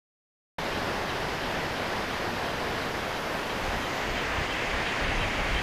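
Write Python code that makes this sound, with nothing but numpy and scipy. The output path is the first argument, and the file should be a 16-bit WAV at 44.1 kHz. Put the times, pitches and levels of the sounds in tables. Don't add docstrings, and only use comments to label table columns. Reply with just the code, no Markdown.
import sys
import numpy as np
from scipy import signal
from scipy.fft import rfft
from scipy.io import wavfile
from scipy.ndimage import uniform_filter1d

SR = 44100
rng = np.random.default_rng(int(sys.argv[2]) if len(sys.argv) > 2 else 0)


def to_wav(sig):
    pcm = np.clip(np.atleast_2d(sig), -1, 1) * 32767
    pcm = np.round(pcm).astype(np.int16)
    wavfile.write(sys.argv[1], SR, pcm.T)


N = 247842
TIME = np.arange(N) / SR


def gain_of(db):
    return 10 ** (np.asarray(db) / 20)


def evened(x):
    return x / np.sqrt(np.mean(x ** 2) + 1e-20)


def bell(x, spread):
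    return np.exp(-.5 * (x / spread) ** 2)


def band(hz, centre_hz, octaves):
    return bell(np.log2((hz + 1) / centre_hz), octaves)


def read_spectrum(points, hz):
    f, level_db = np.transpose(points)
    return np.interp(np.log(hz + 1), np.log(f + 1), level_db)


def at_level(points, hz, level_db):
    shape = gain_of(read_spectrum(points, hz))
    return gain_of(level_db) * evened(shape)


def follow(rows, t):
    s, *columns = np.transpose(rows)
    return [np.interp(t, s, c) for c in columns]


def noise(shape):
    spectrum = rfft(rng.standard_normal(N))
    hz = np.fft.rfftfreq(N, 1 / SR)
    return evened(np.fft.irfft(spectrum * shape(hz), N))


def lumps(field, size):
    for axis, length in enumerate(size):
        field = uniform_filter1d(field, length, axis)
        field = uniform_filter1d(field, length, axis)
    return evened(field)


NOTCH_HZ, NOTCH_OCTAVES_PER_TURN, NOTCH_DB, NOTCH_TURN_SPREAD = 12000, .9, 5.8, .24
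LIFT_HZ, LIFT_DB, LIFT_TURN, LIFT_TURN_SPREAD = 6700, 3, 0.5, 0.3


def housing(hz, turn, notch_octaves=0.15, lift_octaves=0.15):
    notch_hz = NOTCH_HZ * 2 ** (NOTCH_OCTAVES_PER_TURN * (turn - 1))
    notch_depth_db = NOTCH_DB * bell(turn - 1, NOTCH_TURN_SPREAD)
    lift_height_db = LIFT_DB * bell(turn - LIFT_TURN, LIFT_TURN_SPREAD)
    notch_db = notch_depth_db * band(hz, notch_hz, notch_octaves)
    lift_db = lift_height_db * band(hz, LIFT_HZ, lift_octaves)
    return lift_db - notch_db


# [f/Hz, relative level/dB per Hz]
FALL_SPECTRUM = [(20, -3.5), (160, -0.5), (550, 0.5), (900, -0.5), (1250, -4.0), (1750, -3.5), (2400, -8.5),
                 (3100, -10.5), (3900, -15.0), (4900, -15.5), (7500, -29), (9800, -32), (11500, -29.5),
                 (15300, -37.5)]
# [f/Hz, relative level/dB per Hz]
STREAM_SPECTRUM = [(20, -5.5), (200, -1.5), (750, 0), (1300, -3.5), (2000, -.5), (3000, -7.5),
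                   (4100, -15.5), (4800, -15.5), (5600, -20.5), (6600, -22.5), (8000, -30), (11000, -33),
                   (15300, -36.5)]
FALL_DB, STREAM_DB = -31, -30
# [t/s, turn (0 fall, 1 stream), water level/dB, treble tilt/dB per octave above 5 kHz]
MIC_SWING = [(.6, 0.058, .5, -.8), (2.4, -0.03, 0, -0.2), (3.45, 0.0031, -.5, 1.3), (4.18, 0.87, 0, 1.2),
             (4.85, 1.08, 0.5, .9), (5.62, 1.2, .2, 1.1)]


def water(patchy_db=0.6, surge_db=0.03, splash_db=0.37):
    hz, t, z = signal.stft(rng.standard_normal(N), SR, nperseg=1024, noverlap=768)
    frames, t = z.T, t[:, None]
    turn, level_db, tilt_db = follow(MIC_SWING, t)
    fall = at_level(FALL_SPECTRUM, hz, FALL_DB)
    stream = at_level(STREAM_SPECTRUM, hz, STREAM_DB)
    colour = fall ** (1 - turn) * stream ** turn
    octaves_above = np.log2(np.maximum(hz / 5000, 1))
    aim_db = tilt_db * octaves_above + housing(hz, turn)
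    churn_db = patchy_db * lumps(rng.standard_normal(frames.shape), size=(10, 9))
    churn_db += splash_db * lumps(rng.standard_normal(frames.shape), size=(3, 70))
    churn_db += surge_db * lumps(rng.standard_normal(t.shape), size=(24, 1))
    frames = frames * colour * gain_of(level_db + aim_db + churn_db)
    return signal.istft(frames.T, SR, nperseg=1024, noverlap=768)[1][:N]


# [f/Hz, relative level/dB per Hz]
WIND_SPECTRUM = [(10, -31.5), (25, 1), (45, -2.5), (70, -7.5), (110, -13), (180, -19), (400, -36),
                 (1000, -80)]
# [t/s at the height, length/s (twice the bell's spread), level/dB]
WIND_GUSTS = [(3.676, .2, -39), (4.12, 0.093, -34.5), (4.412, .2, -36), (4.76, 0.13, -35.5),
              (5.157, 0.23, -30.5), (5.44, .14, -32.5), (5.547, .1, -29)]
# [t/s, peak level/dB, strongest f/Hz]
EDDY_THUMPS = [(4.387, -26, 62.4), (4.416, -25, 70.4), (4.746, -31, 62), (4.777, -36, 42)]
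BREEZE_DB = -55


def wind():
    power = gain_of(BREEZE_DB) ** 2
    for s, length, db in WIND_GUSTS:
        power = power + (gain_of(db) * bell(TIME - s, length / 2)) ** 2
    out = np.sqrt(power) * noise(lambda hz: gain_of(read_spectrum(WIND_SPECTRUM, hz)))
    for s, peak_db, hz in EDDY_THUMPS:
        u = 2 * np.pi * hz * (TIME - s)
        out += gain_of(peak_db) * u * np.exp((1 - u ** 2) / 2)
    return out


# [f/Hz, width/Hz at half magnitude, level/dB, gain/dB per full turn to the stream]
VOICE_RESONANCES = [(2680, 180, -10, 10), (3140, 190, -2, 5), (3900, 200, -6.5, 0.5)]
FIRST_CHIRP_S, CHIRP_EVERY_S, CHIRP_DB, CHIRP_UNEVEN_DB = .762, .3432, -43.5, 1


def chirps(rise_s=.022, fade_s=0.024):
    turn = follow(MIC_SWING, TIME)[0]
    rasp = np.zeros(N)
    for centre, width, db, turned_db in VOICE_RESONANCES:
        resonance = noise(lambda hz: 1 / (1 + (2 * (hz - centre) / width) ** 2))
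        rasp += gain_of(db + turn * turned_db) * resonance
    calls = np.zeros(N)
    for s in np.arange(FIRST_CHIRP_S, N / SR, CHIRP_EVERY_S):
        call_db = CHIRP_DB + CHIRP_UNEVEN_DB * rng.standard_normal()
        spread_s = np.where(TIME < s, rise_s, fade_s)
        calls += gain_of(call_db) * bell(TIME - s, spread_s)
    return rasp * calls


def scene():
    return (water() + wind() + chirps())[None]


START_S, EDGE_HZ = .583, 15450


def record(dry):
    live = np.clip((TIME - START_S) / .002, 0, 1)
    low_pass = signal.firwin(1023, EDGE_HZ, window=("kaiser", 9), fs=SR)
    return signal.oaconvolve(dry * live, low_pass[None], "same")


dry = scene()
out = record(dry)
to_wav(out)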